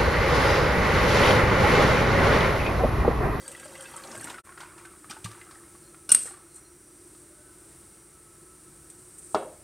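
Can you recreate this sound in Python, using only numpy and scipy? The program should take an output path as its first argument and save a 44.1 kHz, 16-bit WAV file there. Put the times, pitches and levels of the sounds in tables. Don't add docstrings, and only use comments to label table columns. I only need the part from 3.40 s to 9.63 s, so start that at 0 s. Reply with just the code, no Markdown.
import sys
import numpy as np
from scipy import signal
from scipy.fft import rfft, irfft, next_fast_len
from scipy.io import wavfile
from scipy.ndimage import uniform_filter1d

SR = 44100
rng = np.random.default_rng(int(sys.argv[2]) if len(sys.argv) > 2 else 0)


def gain_from_db(level_db):
    decades = np.asarray(level_db, float) / 20
    return 10 ** decades


def to_wav(sig):
    pcm = np.clip(np.atleast_2d(sig), -1, 1) * 32767
    pcm = np.round(pcm).astype(np.int16)
    wavfile.write(sys.argv[1], SR, pcm.T)


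N = 274919
T = np.arange(N) / SR
FADE = np.log(1000)
CUT_S = 1.029


def level(x, db):
    return x * gain_from_db(db) / np.sqrt(np.mean(x ** 2))


def shape(x, gain):
    size = next_fast_len(len(x))
    hz = np.arange(size // 2 + 1) * SR / size + 1
    return irfft(rfft(x, size) * gain(hz), size)[:len(x)]


def colour(points):
    hz, db = np.transpose(points)
    return lambda f: gain_from_db(np.interp(np.log(f), np.log(hz), db))


def peak(hz, width):
    return lambda f: 1 / np.sqrt(1 + ((f - hz * hz / f) / width) ** 2)


def hiss(gain):
    return level(shape(rng.standard_normal(N), gain), 0)


def walk(rate):
    k = int(SR / rate)
    steps = np.repeat(rng.standard_normal(N // k + 1), k)
    return 1.6 * uniform_filter1d(steps, k)[:N]


def swell(s, db, rise, fall):
    return gain_from_db(db - 20 * np.maximum((s - T) / rise, (T - s) / fall))


def add(out, s, x):
    i = int(s * SR)
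    out[i:i + len(x)] += x[:len(out) - i]


def ring(hz, t60, glide=0., size=4096):
    t = T[:size]
    return np.sin(2 * np.pi * hz * t * (1 + glide * t / t60)) * np.exp(-FADE * t / t60)


def puff(noise, hz, width, t60):
    t = T[:len(noise)]
    band = shape(noise, lambda f: peak(hz, width)(f) ** 2)
    x = band * np.exp(-FADE * t / t60) * np.minimum(t / 0.00097, 1)
    return x / np.abs(x).max()


def struck(force, modes):
    response = sum(gain_from_db(db) * ring(hz, min(t60, .03), size=2048) for hz, db, t60 in modes)
    return signal.fftconvolve(force, response)


# frequency in Hz, width in Hz, level in dB.
FRIDGE = [(148.5, 14, -71), (302.5, 26, -66.5), (351.4, 29, -65), (1312, 26, -69.5), (2150, 35, -79.5),
          (5800, 250, -76.5)]


def fridge():
    return sum(gain_from_db(db + 2.0 * walk(3.588)) * hiss(lambda f: peak(hz, w)(f) ** 2) for hz, w, db in FRIDGE)


# frequency in Hz, level in dB per Hz.
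KITCHEN = [(30, -37), (42, -22), (60, -3), (141, -4.5), (238, -9), (270, -16), (340, 3.5), (430, -10),
           (735, -18), (1340, -15.5), (3280, -26), (6830, -20.5), (8870, -6.5), (11500, -23.5),
           (15800, -27.5)]


def kitchen():
    air_db, mains_hz, mains_db = -52, 48, -67
    air = gain_from_db(air_db + .5 * walk(3.1)) * hiss(colour(KITCHEN))
    return air + gain_from_db(mains_db) * np.sin(2 * np.pi * mains_hz * T)


# frequency in Hz, width in Hz, level in dB.
JAR = [(537.6, 52, 8), (1124, 72, -9), (1600, 170, -1), (2000, 73, 1), (2610, 61, -7), (3200, 40, -6.5),
       (4600, 64, -9), (5670, 94, -9)]


def jar():
    return sum(gain_from_db(db + 3.14 * walk(39.5)) * hiss(lambda f: peak(hz, w)(f) ** 2) for hz, w, db in JAR)


def grains(rate, lo_hz, hi_hz, cycles, spread_db):
    out = np.zeros(N)
    for when, pitch, size, life in rng.random((4000, 4))[:int(rate * 3.4)]:
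        hz = lo_hz * (hi_hz / lo_hz) ** pitch
        loudness = gain_from_db(-spread_db * np.log(size + 0.00041))
        add(out, 3.7 * when, loudness * ring(hz, cycles * (.5 + life) / hz, 0.11, size=1024))
    return out / np.sqrt(np.mean(out[:int(3.4 * SR)] ** 2))


# time in
# seconds, flow in dB.
FLOW = [
    (0.0, -52.5),
    (0.11, -50.5),
    (0.27, -53.5),
    (0.36, -50),
    (0.53, -49),
    (0.65, -48),
    (0.79, -47.5),
    (0.92, -46),
    (0.995, -61),
]
# peak time in seconds, slosh in dB, rustle in dB, time to fall 20 dB in seconds.
LURCHES = [(1.06, -47, -65, 0.57), (1.178, -46, -53, .15), (1.207, -40.5, -47, 0.17),
           (1.382, -48, -53.5, .3), (1.701, -35, -36.5, .09), (1.846, -37, -32.5, 0.06),
           (1.91, -46.5, -54, 0.43), (2.11, -55.5, -57.5, 0.15), (2.43, -66, -55, 0.1),
           (2.77, -66, -50, .12), (2.86, -42, -54, .2), (3.16, -57, -70, 0.3)]


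def water():
    flow = gain_from_db(np.interp(T, *np.transpose(FLOW))) * (T < CUT_S)
    bubbling = flow * gain_from_db(7 * T)
    fizz = flow * gain_from_db(-4.5 - 2 * T)
    spray = flow * gain_from_db(1.5 - 3 * T)
    resonance = flow * gain_from_db(-1 - 19 * T ** 2)
    rise = 0.006
    slosh = sum(swell(s, db, rise, fall) for s, db, _, fall in LURCHES) * (T > CUT_S)
    rustle = sum(swell(s, db, rise, 0.68 * fall) for s, _, db, fall in LURCHES) * (T > CUT_S)

    swarm = grains(800, 500, 3200, 36, 2.7) + .2 * hiss(peak(1200, 2000))
    gurgle = level(shape(swarm, peak(1420, 860)), -3)
    lapping = level(shape(swarm, lambda f: peak(1500, 1200)(f) ** 2), -5.5)
    churn = gain_from_db(-7 + 3.0 * walk(19.8)) * hiss(lambda f: peak(270, 300)(f) ** 2)
    beads = grains(450, 2400, 7000, 90, 2.8)
    air = hiss(peak(4000, 4000))
    small = .95 * beads + .15 * air
    mist = gain_from_db(-8.0) * grains(650, 6020, 12400, 90, 3.8)
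    mist += gain_from_db(-4.5 + 1.0 * walk(38.8)) * hiss(peak(7000, 6000))

    stream = bubbling * (gurgle + churn) + 0.59 * resonance * jar() + fizz * small + spray * mist
    return stream + slosh * lapping + rustle * (0.46 * small + 0.5 * air)


# time in seconds, peak in dB, bubble frequency in Hz.
GULPS = [(0.034, -46, 534), (0.119, -43, 2600), (0.15, -31.5, 1950), (0.232, -35.5, 1600),
         (0.257, -29.5, 590), (0.354, -32.5, 2000), (0.408, -38, 3130), (0.458, -35, 2614),
         (0.489, -39, 1950), (0.54, -31, 920), (0.577, -34, 1110), (0.647, -34, 548), (0.686, -33, 775),
         (0.749, -28.5, 647), (0.873, -27, 1406), (0.886, -29, 1006), (0.904, -28, 1000),
         (0.943, -28.5, 1465), (0.96, -34, 1455), (0.984, -28, 1324)]
# time in seconds, peak in dB, bubble frequency in Hz.
DRIPS = [(1.073, -36, 1030), (1.093, -31, 1073), (1.123, -36, 1434), (1.177, -29, 1394),
         (1.233, -27.5, 1005), (1.31, -42, 1510), (1.453, -30, 1524), (1.645, -32.5, 1240),
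         (1.71, -32, 1160), (1.768, -31.5, 873), (1.859, -26.5, 1165), (1.951, -41, 1460),
         (1.979, -41, 937), (2.015, -32, 2040), (2.068, -43, 1190), (2.238, -41, 1300), (2.28, -45, 496),
         (2.351, -40, 1120), (2.546, -36, 1370), (2.941, -38, 1150), (2.974, -42, 1095)]
# time in seconds, peak in dB, bubble frequency in Hz.
SLAPS = [
    (1.205, -30.5, 1004),
    (1.379, -40, 930),
    (1.915, -33.5, 1160),
    (2.111, -38.5, 1090),
    (2.149, -42, 1273),
    (2.858, -31, 497),
    (2.879, -38.5, 1540),
    (2.909, -39, 790),
    (3.749, -46, 1240),
]


def drops():
    out = np.zeros(N)
    kinds = (GULPS, -21, 0.068), (DRIPS, -31, 0.045), (SLAPS, -5.5, 0.044)  # table, spray dB, t60 s
    rows = sorted((*row, spray_db, t60) for table, spray_db, t60 in kinds for row in table)
    for (s, db, hz, spray_db, t60), noise in zip(rows, rng.standard_normal((len(rows), 4096))):
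        bubbles = .68 * ring(hz, t60, .04) + .3 * ring(1.37 * hz, .6 * t60, .05)
        slap = .5 * puff(noise, max(hz, 1400), 1240, 0.8 * t60)
        spray = gain_from_db(spray_db) * puff(noise, 4700, 4100, 1.4 * t60)
        add(out, s - .001, gain_from_db(db) * (bubbles + slap + spray))
    return out


# time in seconds, peak in dB, centre in Hz, relative body in dB.
TICKS = [(0.0794, -26.5, 8000, -9), (0.1161, -30, 8400, -11), (0.1984, -33, 8700, -4),
         (0.251, -34, 8700, -9), (0.2804, -45.5, 4700, -17), (0.409, -32, 9240, -20),
         (0.424, -33, 8610, -15), (0.565, -24, 8370, -31), (0.6377, -40, 4120, 2), (0.673, -40, 5730, -11),
         (0.7153, -36.5, 5450, -7), (0.7526, -33.5, 8800, -1), (0.777, -31.5, 8320, -27),
         (0.8111, -30.5, 9500, -16), (0.8356, -34, 8600, -12), (0.843, -23.5, 8700, -10.5),
         (0.879, -41, 8960, -2), (0.8993, -39.5, 8900, 12.5), (1.4547, -40, 9020, -0.5),
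         (1.698, -34, 9250, -10), (1.71, -35, 5370, 4), (1.8443, -32.5, 7650, 2), (2.9404, -42, 9000, -13),
         (2.9696, -41, 9250, -12), (3.1604, -35.5, 8400, -23), (5.5013, -34, 8250, -13),
         (5.784, -30, 8700, -35), (5.823, -42, 8700, -10)]


def ticks():
    out, t60 = np.zeros(N), 0.053
    for (s, db, hz, body_db), noise in zip(TICKS, rng.standard_normal((len(TICKS), 4096))):
        crack = gain_from_db(-np.interp(hz, *np.transpose(PORT))) * puff(noise, hz, 0.41 * hz, t60)
        body = gain_from_db(body_db) * puff(noise, 2400, 3500, t60)
        add(out, s - .001, gain_from_db(db) * (crack + body))
    return out


# time in seconds, level in dB, frequency in Hz, t60 in seconds.
SETDOWN = [
    (1.847, -30, 109.2, 0.31),
    (1.849, -28, 180, .1),
    (0.77, -42, 113, 0.34),
    (0.848, -32, 264, 0.034),
    (1.049, -43, 90, .1),
    (1.70, -34.5, 218, 0.055),
    (2.721, -39.5, 162, 0.14),
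]


def setdown():
    out = np.zeros(N)
    for s, db, hz, t60 in SETDOWN:
        add(out, s, gain_from_db(db) * ring(hz, t60, size=16384))
    return out


# time in s, length in s,
# frequency in Hz, level in dB.
PIPES = [
    (2.46, .04, 4250, -69),
    (2.86, .07, 4200, -66),
    (3.15, .05, 4200, -67),
    (3.26, .02, 4200, -66),
    (3.3, .1, 1500, -72),
    (3.95, .16, 600, -66),
    (4.1, .2, 1500, -68),
    (4.6, .15, 1500, -74),
    (5.4, .15, 1500, -74),
]


def pipes():
    out = np.zeros(N)
    for s, length, hz, db in PIPES:
        swelling = np.exp(-((T - s) / length) ** 2)
        out += gain_from_db(db) * swelling * hiss(lambda f: peak(hz, .035 * hz)(f) ** 2)
    return out


# time in seconds, level in dB, rise in seconds, chatter in seconds, dull body in dB.
CLINKS = [
    (2.6916, -20, 0.00042, 0.0054, -1.5),
    (2.7030, -24.5, .0005, 0.0056, 0),
    (2.715, -24, 0.00034, 0.0011, 1.5),
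    (2.7182, 4, 0.00028, 0.0073, -33),
    (2.7462, 4.5, .002, 0.0044, -36),
]
# frequency in Hz, level in dB, t60 in seconds.
GLASS = [(4900, -28, 0.06), (5580, -10.5, 0.012), (6500, -13, 0.022), (8400, -2, 0.012), (8680, -3, 0.011),
         (9250, 2, 0.011), (10000, -21, 0.045), (11350, -18, 0.017), (12970, -35, 0.019),
         (15000, -28, 0.009)]
# frequency in Hz, level in dB, t60 in seconds.
HANDLE = [(780, -34, 0.0057), (1510, -1, 0.023), (2200, -20, 0.0049), (2860, -2.5, 0.033),
          (3680, -15, 0.0088), (4350, -4, 0.017), (5270, 1.5, 0.022), (5900, 1, .012), (7000, -6, 0.012),
          (10050, -12, 0.0091)]


def clinks():
    out, t = np.zeros(N), T[:2048]
    for (s, db, rise, chatter, dull_db), noise in zip(CLINKS, rng.standard_normal((len(CLINKS), 2048))):
        force = 0.037 * noise * np.minimum(t / rise, 1) * np.exp(-(t / chatter) ** 4)
        force[int(rise * SR)] += 0.39 * min(0.00075 / rise, 1)
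        shiver = force + 0.034 * noise * np.exp(-t / 0.018)
        add(out, s, gain_from_db(db) * (struck(force, GLASS) + gain_from_db(dull_db - 1.5) * struck(shiver, HANDLE)))
    return out


# peak time in seconds, level in dB, time to rise 20 dB and to fall 20 dB in seconds.
STROKES = [
    (2.79, -46, 0.06, 0.14),
    (2.838, -41, 0.08, 0.05),
    (2.875, -45, 0.07, .07),
    (3.17, -50, 0.1, .05),
    (3.75, -60, 0.5, 0.4),
    (5.92, -52, 0.8, 0.25),
]


def brush():
    def bright(f):
        lines = 0.21 * peak(6000, 500)(f) + 0.15 * peak(4250, 250)(f)
        lines += 0.13 * peak(5100, 300)(f) + 0.12 * peak(12500, 700)(f)
        return peak(8500, 2600)(f) ** 2 + lines
    return sum(swell(*row) for row in STROKES) * gain_from_db(1.8 * walk(200)) * hiss(bright)


# time in seconds, level in dB.
KNOCKS = [
    (5.9468, -7),
    (5.9564, -17),
    (6.026, -27),
]
# frequency in Hz, level in dB, twice the t60 in seconds.
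WOOD = [(405, 6.5, 0.25), (504, -22, 0.98), (560, -18, 0.31), (650, -10, 0.27), (790, -27, 0.16),
        (980, -29, 0.42), (1123, -19, 0.22), (1310, 2, 0.19), (1680, -14, 0.19), (1890, -24, 0.33),
        (2277, -25, 0.18), (2536, -37, 0.38)]


def knocks():
    out, t = np.zeros(N), T[:256] - T[128]
    knock_hz, contact_s = 830, .0007
    blow = np.cos(2 * np.pi * knock_hz * t) * np.exp(-(t / contact_s) ** 2)
    blow = blow - blow.mean() * np.hanning(256) * 2
    noise = rng.standard_normal(16384)
    modes = sum(gain_from_db(db - 17.5) * ring(hz, .5 * t60, size=16384) for hz, db, t60 in WOOD)
    dense = gain_from_db(-18.5) * puff(noise, 1250, 400, 0.14) + gain_from_db(-9.5) * puff(noise, 560, 450, 0.31)
    hollow = gain_from_db(-21) * puff(noise, 610, 240, 0.67) + gain_from_db(-25) * puff(noise, 247, 160, 0.45)
    crack = gain_from_db(-16.5) * puff(noise, 4000, 4000, 0.027) + gain_from_db(-27.0) * puff(noise, 3200, 2200, 0.32)
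    for s, db in KNOCKS:
        add(out, s - T[128], gain_from_db(db + 6) * blow)
        add(out, s + .0008, gain_from_db(db) * (modes + dense + hollow))
    first_s, first_db = KNOCKS[0]
    add(out, first_s - .001, gain_from_db(first_db) * crack)
    return out


# frequency in Hz, t60 in seconds.
ROOM = [(300, 1), (1000, 0.21), (3000, 0.39), (9000, 0.16)]


def room(x):
    reverb_db = -12
    t, noise = T[:SR // 2], rng.standard_normal(SR // 2)
    tail = sum(shape(noise, peak(hz, hz)) * np.exp(-FADE * t / t60) for hz, t60 in ROOM)
    tail *= np.minimum(t / 0.0026, 1)
    tail /= np.sqrt(np.sum(tail ** 2))
    return x + gain_from_db(reverb_db) * signal.fftconvolve(x, tail)[:N]


# frequency in Hz, gain in dB.
PORT = [(40, -25), (90, -4), (200, -5.5), (5000, -4.5), (7000, -3.5), (8700, 6.5), (10200, -5),
        (13000, -4.5), (16000, -14)]


def port(x):
    return shape(x, colour(PORT))


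def scene():
    near = room(water() + drops() + ticks() + clinks() + brush()) + knocks() + setdown()
    mono = port(near) + kitchen() + fridge() + pipes()
    return np.array([mono, mono])


def low_pass(x):
    return signal.sosfilt(signal.butter(12, 15950, fs=SR, output="sos"), x)


def record(dry):
    fade_out_s, silent_s, fade_in_s = .026, .004, .018
    late = T - CUT_S
    fade_s = np.where(late < 0, fade_out_s, fade_in_s)
    fade = np.clip((np.abs(late) - silent_s) / fade_s, .05, 1) ** 2
    clipped = 0.76 * np.tanh(dry / 0.78)
    top = signal.ellip(8, .2, 60, 15800, fs=SR, output="sos")
    return low_pass(signal.sosfilt(top, clipped) * fade)


dry = scene()
out = record(dry)
to_wav(out)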